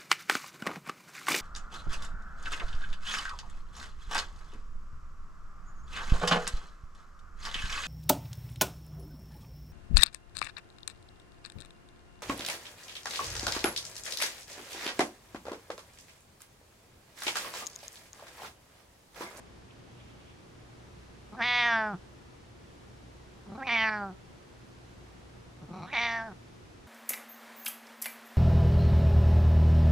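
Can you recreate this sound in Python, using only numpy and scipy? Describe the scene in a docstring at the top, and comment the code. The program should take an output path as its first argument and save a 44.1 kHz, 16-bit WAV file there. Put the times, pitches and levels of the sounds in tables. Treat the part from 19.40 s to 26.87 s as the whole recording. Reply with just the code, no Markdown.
"""A cat meows three times

Close by in a carpeted room, each cry starts as a closed-mouth trill, opens into a clear pulsed voice whose
mouth resonance slides down, and ends in a short hum. Each fold beat is a pulse shaped by resonances.
A hand strokes the fur (shaped noise), and there is one dry tick.
Mains appliances hum (steady tones) over soft room air and microphone hiss (shaped noise).
"""
import sys
import numpy as np
from scipy import signal
from scipy.fft import rfft, irfft, next_fast_len
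from scipy.io import wavfile
from scipy.ndimage import map_coordinates

SR = 44100
rng = np.random.default_rng(int(sys.argv[2]) if len(sys.argv) > 2 else 0)


def generate_wav(sig):
    """Save sig (samples, or channels by samples) to the path in sys.argv[1] as 16-bit PCM at SR."""
    pcm = np.round(np.clip(np.atleast_2d(sig).T, -1, 1) * 32767).astype(np.int16)
    wavfile.write(sys.argv[1], SR, pcm)


N = 329427  # length of the scene in samples
TOP_HZ = 13345  # nothing is kept above this
SIZE, LEAD = 2048, 128  # samples in one voice pulse, and how many come before the fold closure
HZ = np.fft.rfftfreq(SIZE, 1 / SR)

# Colour of the background noise shared by both sides: (frequency [Hz], relative level per Hz [dB])
NOISE_SHARED_COLOUR = [(12, -63.5), (20, -8), (27, -11.5), (48, -9.5), (87, -2.5), (123, -4), (145, -6.5),
                       (212, -10), (356, -11.5), (386, -13), (467, -13.5), (535, -16.5), (6000, -32),
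                       (11500, -43), (13200, -59)]
# Colour of the background noise that differs between the sides, with a faint extreme-treble edge:
# (frequency [Hz], relative level per Hz [dB])
NOISE_DIFFERENCE_COLOUR = [(12, -35), (20, -27), (43, -25), (117, 1), (294, 3), (455, 3.5), (507, -6.5),
                           (565, -1.5), (665, -4), (972, -4.5), (6000, -20), (9270, -26.5), (11200, -29.5),
                           (12200, -37), (13200, -11.5)]
# Mains lines and motors just under them: (frequency [Hz])
HUM_LINES_HZ = [58.95, 59.44, 59.94, 118.83, 120.06, 178.3, 180.1, 353.87, 360.19]
# Average loudness of each hum line: (level [dB])
HUM_LEVELS_DB = [-71, -72, -63, -64.5, -67.5, -75, -74, -71, -75]
IN_STEP_S = 3.75  # all hum lines are in step at this moment

# Colour of the fur noise: (frequency [Hz], relative level per Hz [dB])
FUR_COLOUR = [(1500, -22), (2300, -2), (2850, -1.5), (3400, -2.5), (4500, -23), (7000, -42)]
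STROKE_S, STROKE_LENGTH_S, STROKE_DB = 0.19, 0.95, -68  # the hand's start, duration and level
TICK_S, TICK_SPREAD_S, TICK_DB = .31, .006, -59  # the dry tick's centre, spread and level

# Throbs of the trills: (time [s], chest level [dB], throat level [dB], pitch [Hz])
TRILL_THROBS = [(1.927, -46.5, -47, 210.5), (1.943, -54.5, -44, 222), (4.063, -56, -56, 183),
                (4.073, -45, -68, 209), (4.094, -43, -50, 193), (4.123, -41, -47.5, 196),
                (4.152, -42, -41.5, 220), (6.17, -55, -70, 146), (6.215, -49.5, -56, 180.6),
                (6.232, -46.5, -58, 147.5), (6.285, -51, -55, 219), (6.306, -43.5, -50.5, 172.4),
                (6.336, -43.5, -44, 183.6), (6.362, -44.5, -43.5, 188.3), (6.386, -44, -41.5, 185.5),
                (6.405, -43.5, -50, 162), (6.425, -45.5, -40, 175), (6.445, -46.5, -41.5, 183.6)]
# Low resonances of the closed mouth: (frequency [Hz], width [Hz], relative level [dB])
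CLOSED_MOUTH_LOW = [(814, 224, -5.5), (1227, 180, -7)]
# High resonances of the closed mouth: (frequency [Hz], width [Hz], relative level [dB])
CLOSED_MOUTH_HIGH = [(2320, 260, -11.5), (4090, 326, -9.5), (5700, 370, -13)]
# Closed-mouth treble against the throat, for a throb at SOFT_DB: (time [s], level [dB])
TRILL_TREBLE = [(1.93, -13), (4.1, -10), (6.3, -5.5)]
BRIGHTER, SOFT_DB = 0.46, -47.5  # treble gains this many dB per dB of throat level above SOFT_DB

# Voiced stretches: the first cry whole, the later two as a lead-in and a main cry;
# one list per stretch: (time [s], pitch [Hz])
VOICE_PITCH = [
    [(1.965, 232), (1.981, 260.4), (2.015, 224.1), (2.055, 245), (2.199, 242.5), (2.237, 236.8),
     (2.261, 238.5), (2.38, 222), (2.491, 210), (2.527, 197), (2.547, 167), (2.561, 192), (2.575, 186)],
    [(4.176, 253.4), (4.194, 278.4), (4.212, 260), (4.238, 266.6), (4.268, 264)],
    [(4.27, 256.8), (4.298, 232.3), (4.322, 236), (4.388, 222.1), (4.45, 221.3), (4.574, 208.4),
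     (4.692, 190.5), (4.708, 178), (4.728, 193), (4.745, 178)],
    [(6.46, 218.6), (6.484, 246), (6.524, 285)],
    [(6.529, 293), (6.539, 293.5), (6.553, 242), (6.581, 227), (6.605, 236.9), (6.665, 234.3),
     (6.685, 230.8), (6.776, 228.8), (6.795, 225.6), (6.865, 225), (6.891, 210.7), (6.913, 185.4),
     (6.93, 188)],
]
# The vocal tract through each stretch:
# (time [s], throat level [dB], chest level [dB], mouth resonance [Hz], jaw opening [0-1])
TRACT_SHAPES = [
    [(1.965, -54, -54, 1610, 0), (1.989, -40.5, -57, 1620, 0.26), (2.007, -33, -45, 1610, 0.48),
     (2.025, -34.5, -49.5, 2040, 0.94), (2.04, -36.5, -55, 2090, 1), (2.074, -36, -63, 2140, 1),
     (2.172, -33, -64, 2140, .97), (2.236, -32.5, -56.5, 2045, 0.95), (2.29, -31, -57, 1793, 0.71),
     (2.338, -30.5, -49, 1616, 0.71), (2.412, -30.5, -50.5, 1664, 0.35), (2.474, -34, -47, 1510, 0.22),
     (2.522, -40, -47, 1390, .1), (2.542, -45.5, -37.5, 1320, 0.35), (2.575, -70, -63, 1380, .1)],
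    [(4.176, -44, -47, 1430, 0.07), (4.192, -42.5, -58, 1480, 0), (4.208, -47, -46.5, 1440, 0.63),
     (4.218, -39, -54, 1520, 0.17), (4.229, -39, -60, 1790, 0.48), (4.24, -44, -59, 2300, 0.2),
     (4.255, -41.5, -63, 2420, 0.3), (4.266, -46, -59, 2450, 0.8)],
    [(4.27, -36, -50, 2480, 0.74), (4.3, -35.5, -58.5, 2160, 0.95), (4.322, -33.5, -49, 2230, 0.92),
     (4.352, -33, -50, 2400, 0.8), (4.365, -33, -51, 2210, 0.8), (4.38, -35.5, -49, 2177, 0.97),
     (4.446, -31.5, -51, 1900, 0.81), (4.495, -37, -49, 1640, 0.96), (4.503, -38.5, -51, 1690, .7),
     (4.534, -36.5, -51, 1680, 0.69), (4.604, -40, -47, 1452, 0.41), (4.626, -35, -48.5, 1410, 0.13),
     (4.7, -47.5, -47.5, 1370, 0), (4.745, -70, -62, 1376, .05)],
    [(6.46, -62, -68, 1307, 1), (6.485, -54, -66, 1570, 0.93), (6.508, -58, -74, 2000, 0.95),
     (6.524, -53, -57, 2450, 0.96)],
    [(6.529, -36, -52, 2250, 0.63), (6.545, -38.5, -72, 2140, 0.84), (6.579, -34.5, -55, 2220, 0.88),
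     (6.639, -34, -56.5, 2180, 0.84), (6.711, -36.5, -56.5, 1940, 0.73), (6.77, -36.5, -61, 1840, 0.5),
     (6.82, -38.5, -55, 1640, 0.32), (6.849, -40, -61, 1710, 0), (6.887, -42.5, -53, 1570, 0),
     (6.905, -53, -53, 1440, .05), (6.92, -50, -51, 1390, 0.35), (6.935, -67, -56, 1376, 0.3)],
]
# Pose of the head in each stretch: (left gain at 2 kHz [dB], the right takes the opposite;
# third resonance at a wide mouth [Hz], its movement with the mouth resonance [Hz per Hz],
# fourth before the jaw moves it [Hz], fifth before rounding [Hz], mouth breadth [factor],
# extra level of the third, fourth and fifth towards the microphones [dB, dB, dB])
HEAD_POSES = [(-0.27, 3610, 0.22, 5060, 6160, 1.11, .1, .1, .1),
              (-1, 2600, .05, 3900, 5900, 0.73, .1, .1, .1),
              (-0.68, 3350, 2.03, 4760, 5860, 0.94, 0.12, .1, .1),
              (-0.7, 3850, 0.041, 4000, 6200, 1.1, .1, .1, 0.088),
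              (-0.61, 3730, 0.5, 5000, 5880, 0.96, 2, 1.4, 5.8)]
# Unevenness of the fold beats in each stretch: (steady [0-1], added at the start [0-1], fading time [s])
FOLD_UNEVENNESS = [(.06, .28, .04), (.07, .16, .015), (.07, .08, .02), (.24, .07, .05), (.1, .16, .09)]
# The folds stumble: (time [s], added roughness [0-1])
FOLD_CATCHES = [(4.29, .2), (4.357, .16), (4.495, .1), (6.64, .06)]
CATCH_S, END_ROUGH, END_S = .012, .2, .02  # spread of a catch; roughness at the end and its growth time

# Base widths of chest, throat, mouth, third, fourth and fifth resonance: (width [Hz])
BASE_WIDTHS_HZ = [94.5, 290, 164.6, 390, 563, 330]
# Jaw range of mouth, third, fourth and fifth against the throat, before the pose:
# (jaw shut [dB], jaw open [dB])
JAW_STRENGTHS_DB = [(-4.5, 8.5), (-41, 4), (-31, -4), (-28.5, -8.5)]
# Side cavity of the nose: (frequency [Hz], width [Hz], level against the fifth resonance [dB])
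NOSE_CAVITY = [(6780, 1800, -13.5)]
DIP_HZ, DIP_WIDTH_HZ, DIP_DEPTH = 452.5, 30, 1  # the nose swallows one low band; depth 0-1
# what the jaw moves, as (shut, open): throat resonance in Hz, factor on the fourth resonance
THROAT_HZ, FOURTH_SHARE = (745, 834), (.9, 0.97)
# also (shut, open): factors on the base widths, and reach of the mouth's flanks in widths
MOUTH_WIDENING, THROAT_WIDENING, MOUTH_SKIRT = (0.68, 1.34), (0.73, 1.24), (7.7, 16)
WIDE_HZ = 2200  # mouth resonance of a wide mouth
ROUNDED_HZ, FIFTH_SINKS = 1790, 3.1  # below this the lips round and the fifth sinks, Hz per Hz

# Echoes from carpet and furniture close by:
# (delay [ms], left level in the high treble [dB], right level in the high treble [dB])
NEAR_ECHOES = [(.9, -28.5, -57.5), (1.701, -13, -10.5), (2.599, -11.5, -3.5), (3.898, -17, -16)]
# How long the room rings: (frequency [Hz], time to fall by 60 dB [s])
ROOM_DECAY = [(200, 0.6), (2000, 1), (8000, 0.039)]


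def amp(db):
    """Turn decibels into a plain factor."""
    return 10 ** (np.asarray(db) / 20)


def unit(x):
    """Scale a sound to an average (rms) size of 1."""
    return x / np.sqrt(np.mean(x ** 2) + 1e-20)


def along(points, hz):
    """Read a (frequency, value) table between its points, on a log frequency axis."""
    f, v = np.transpose(points)
    return np.interp(np.log(hz + 1), np.log(f + 1), v)


def wobble(rate):
    """Make a smooth random curve with this many knots a second."""
    knots = rng.standard_normal(int(N * rate / SR) + 4)
    return map_coordinates(knots, [np.arange(N) * rate / SR])


def filtered(x, response):
    """Colour a sound by multiplying its spectrum with a response of frequency."""
    m = next_fast_len(N + SR // 2)
    spectrum = rfft(x, m) * response(np.fft.rfftfreq(m, 1 / SR))
    return irfft(spectrum, m)[..., :N]


def air():
    """Room air, hiss and a faint extreme-treble edge are noise: alike on both sides in the bass only."""
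    shared = filtered(rng.standard_normal(N), lambda hz: amp(along(NOISE_SHARED_COLOUR, hz)))
    difference = filtered(rng.standard_normal(N), lambda hz: amp(along(NOISE_DIFFERENCE_COLOUR, hz)))
    mid, side = unit(shared) * amp(-54.5), unit(difference) * amp(-55.5)
    drift = amp(0.28 * wobble(3.27))
    return drift * np.array([mid + side, mid - side])


def hum():
    """Mains lines and motors just under them are steady tones; close neighbours swell and fade together."""
    t = np.arange(N) / SR - IN_STEP_S
    total = np.zeros(N)
    for hz, db in zip(HUM_LINES_HZ, HUM_LEVELS_DB):
        level = np.sqrt(2) * amp(db + .8 * wobble(2.8))
        total += level * np.cos(2 * np.pi * hz * t)
    return total


def rustle():
    """A hand on fur and one tick make faint dry noise, unrelated on the two sides."""
    t = np.arange(N) / SR
    arch = np.sin(np.pi * np.clip((t - STROKE_S) / STROKE_LENGTH_S, 0, 1))
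    stroke = amp(STROKE_DB + 3.5 * wobble(25)) * arch
    tick = amp(TICK_DB) * np.exp(-((t - TICK_S) / TICK_SPREAD_S) ** 2)
    noise = filtered(rng.standard_normal((2, N)), lambda hz: amp(along(FUR_COLOUR, hz)))
    return (stroke + tick) * unit(noise)


def peak(hz, width, skirt):
    """A resonance of energy 1 that rings after a push, narrowed far out by a wide one; one row per centre."""
    centre, width = np.reshape(hz, (-1, 1)), np.reshape(width, (-1, 1))

    def band(w):
        return 1j * HZ * w / (centre * centre - HZ * HZ + 1j * HZ * w)

    h = band(width) * band(skirt * width)
    return h / np.sqrt(2 * np.sum(abs(h) ** 2, axis=1, keepdims=True) / SIZE)


def modes(table, skirt):
    """Fixed resonances ring side by side, in alternating phase."""
    return sum((-1) ** k * amp(db) * peak(hz, width, skirt) for k, (hz, width, db) in enumerate(table))


def add_fold_pulses(out, s, pitch, spectra, rough, breath):
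    """Each fold closure gives one pulse; roughness scatters its size and time and blurs it with breath."""
    chance = rng.standard_normal((len(s), 2))
    at = (s + .2 * rough ** 2 * chance[:, 0] / pitch) * SR
    puff = rng.standard_normal((len(s), 512)) * amp(-60 * np.arange(512) / SR / .012)  # -60 dB in 12 ms
    puff = rfft(puff / np.linalg.norm(puff, axis=1, keepdims=True), SIZE)
    # turbulence grows to the treble
    share = np.clip(rough[:, None] ** 2 * (1 + breath * (HZ / 5000) ** 2), 0, 1)
    source = np.sqrt(1 - share) + np.sqrt(share) * puff
    source /= (1 + 1j * HZ / 7500) ** 6  # softens the treble
    # the low part swells before the folds snap shut
    opening = -((1 + 1j * HZ / 900) / (1 - 1j * HZ / 900)) ** 2
    size = np.sqrt(SR / pitch) * amp(4 * rough * chance[:, 1])
    shift = np.exp(-2j * np.pi * HZ / SR * (at % 1 + LEAD)[:, None])  # places it between samples
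    pulses = irfft(size[:, None] * spectra * source * opening * shift, SIZE)
    np.add.at(out, at.astype(int)[:, None] + np.arange(SIZE) - LEAD, pulses)


def trill():
    """Behind closed lips the folds beat in throbs of a few uneven pulses."""
    out, k = np.zeros(N + SIZE), np.arange(6)  # six pulses a throb
    high, low = modes(CLOSED_MOUTH_HIGH, skirt=3.0), modes(CLOSED_MOUTH_LOW, skirt=1.8)
    for s, chest_db, throat_db, pitch in TRILL_THROBS:
        treble_db = np.interp(s, *np.transpose(TRILL_TREBLE)) + BRIGHTER * (throat_db - SOFT_DB)
        tract = amp(chest_db) * peak(pitch, 99, skirt=4.5) - amp(throat_db) * low
        tract += amp(throat_db + treble_db) * high
        swell = amp(-1.3 * (k - 1.8) ** 2 + 1.4 * rng.standard_normal(len(k)))[:, None]
        times, pitches, rough = s + (k - .6) / pitch, np.full(len(k), pitch), np.full(len(k), .25)
        add_fold_pulses(out, times, pitches, swell * tract, rough, breath=14)
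    return out[:N]


def fold_times(s, hz):
    """The folds close once each time the running pitch completes a whole turn."""
    grid = np.arange(s[0], s[-1], 1 / SR)
    turns = np.cumsum(np.interp(grid, s, hz)) / SR
    return np.interp(np.arange(int(turns[-1]) + 1), turns, grid)


def fold_roughness(t, first, last, uneven):
    """The fold beats are rougher at the start, at the end and where the folds stumble."""
    steady, start, fading = uneven
    rough = steady + start * np.exp((first - t) / fading) + END_ROUGH * np.exp((t - last) / END_S)
    for at, more in FOLD_CATCHES:
        rough += more * np.exp(-((t - at) / CATCH_S) ** 2)
    return rough


def meow(pitches, shape, pose, uneven):
    """Fold pulses ring chest, tract and nose; the jaw steers resonance frequencies, widths and strengths."""
    out, (s, hz) = np.zeros(N + SIZE), np.transpose(pitches)
    t = fold_times(s, hz)
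    pitch, (when, *columns) = np.interp(t, s, hz), np.transpose(shape)
    throat_db, chest_db, mouth, jaw = [np.interp(t, when, column) for column in columns]

    def moved(shut, wide):
        return shut + (wide - shut) * jaw

    def tremor():  # tongue and jaw are never still
        return wobble(35)[(t * SR).astype(int)]

    _, third, sinks, fourth, fifth, breadth, *facing_db = pose
    centres = [mouth, third + sinks * (mouth - WIDE_HZ), fourth * moved(*FOURTH_SHARE),
               fifth - FIFTH_SINKS * np.maximum(ROUNDED_HZ - mouth, 0)]
    strengths_db = [moved(*pair) + more for pair, more in zip(JAW_STRENGTHS_DB, [0] + facing_db)]
    chest_width, throat_width, mouth_width, *upper_widths = BASE_WIDTHS_HZ
    widths = [mouth_width * moved(*MOUTH_WIDENING) * breadth] + list(upper_widths)
    skirts = [moved(*MOUTH_SKIRT)[:, None], 10, 12, 12]
    tremors_db = [0.27, 1.3, 1.4, 1.6]

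    chest = peak(pitch, chest_width, skirt=0.91) + amp(-7.5) * peak(2 * pitch, chest_width, skirt=0.78)
    lips = 1j * HZ / 450 / (1 + 1j * HZ / 450)  # a small opening radiates little bass
    throat = peak(moved(*THROAT_HZ), throat_width * moved(*THROAT_WIDENING), skirt=1.97)
    tract = lips * throat - amp(chest_db - throat_db)[:, None] * chest
    for k, (centre, level_db) in enumerate(zip(centres, strengths_db)):
        gain = amp(level_db + tremors_db[k] * tremor())[:, None]
        ringing = peak(centre * (1 + 0.0096 * tremor()), widths[k], skirt=skirts[k])
        tract -= (-1) ** k * gain * ringing
    tract -= amp(strengths_db[3] + 0.97 * tremor())[:, None] * modes(NOSE_CAVITY, skirt=7.9)
    swallowed = 1j * HZ * DIP_WIDTH_HZ / (DIP_HZ ** 2 - HZ * HZ + 1j * HZ * DIP_WIDTH_HZ)
    tract *= 1 - DIP_DEPTH * swallowed
    rough = fold_roughness(t, s[0], s[-1], uneven)
    add_fold_pulses(out, t, pitch, amp(throat_db)[:, None] * tract, rough, breath=20)
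    return out[:N]


def aimed(x, left_db):
    """Off axis the far microphone loses treble and hears late; near surfaces return the treble."""
    side = np.array([[1], [-1]]) * left_db
    ms, *echo_db = np.transpose(NEAR_ECHOES)

    def tilt(hz):
        return amp(side * (hz / 2000) ** .4) * np.exp(1j * side * hz * 1e-4)

    def near(hz):
        delays = np.exp(-2j * np.pi * np.outer(ms / 1e3, hz))
        return amp(echo_db) @ delays / (1 + (2500 / (hz + 1)) ** 2)

    return filtered(x, lambda hz: tilt(hz) + near(hz))


def room(x):
    """The room answers with fading noise; each frequency dies at its own speed."""
    hz, t, z = signal.stft(rng.standard_normal((2, SR // 3)), SR, nperseg=256)
    fade = amp(-60 * t / along(ROOM_DECAY, hz)[:, None])
    tail = signal.istft(z * fade, SR, nperseg=256)[1]
    tail /= np.linalg.norm(tail[0])
    late = np.pad(x, (130, 0))[None]  # the answer starts 130 samples later
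    return signal.fftconvolve(late, tail, axes=1)[:, :N]


def scene():
    """Add up the background, fur, trills and cries; only the cries get echoes and room."""
    stretches = zip(VOICE_PITCH, TRACT_SHAPES, HEAD_POSES, FOLD_UNEVENNESS)
    cries = [meow(*stretch) for stretch in stretches]
    direct = sum(aimed(cry, pose[0]) for cry, pose in zip(cries, HEAD_POSES))
    return air() + hum() + rustle() + trill() + direct + amp(-42.0) * room(sum(cries))


def record(dry):
    """A sharp limit removes everything from TOP_HZ up."""
    return filtered(dry, lambda hz: hz < TOP_HZ)


dry = scene()
out = record(dry)
generate_wav(out)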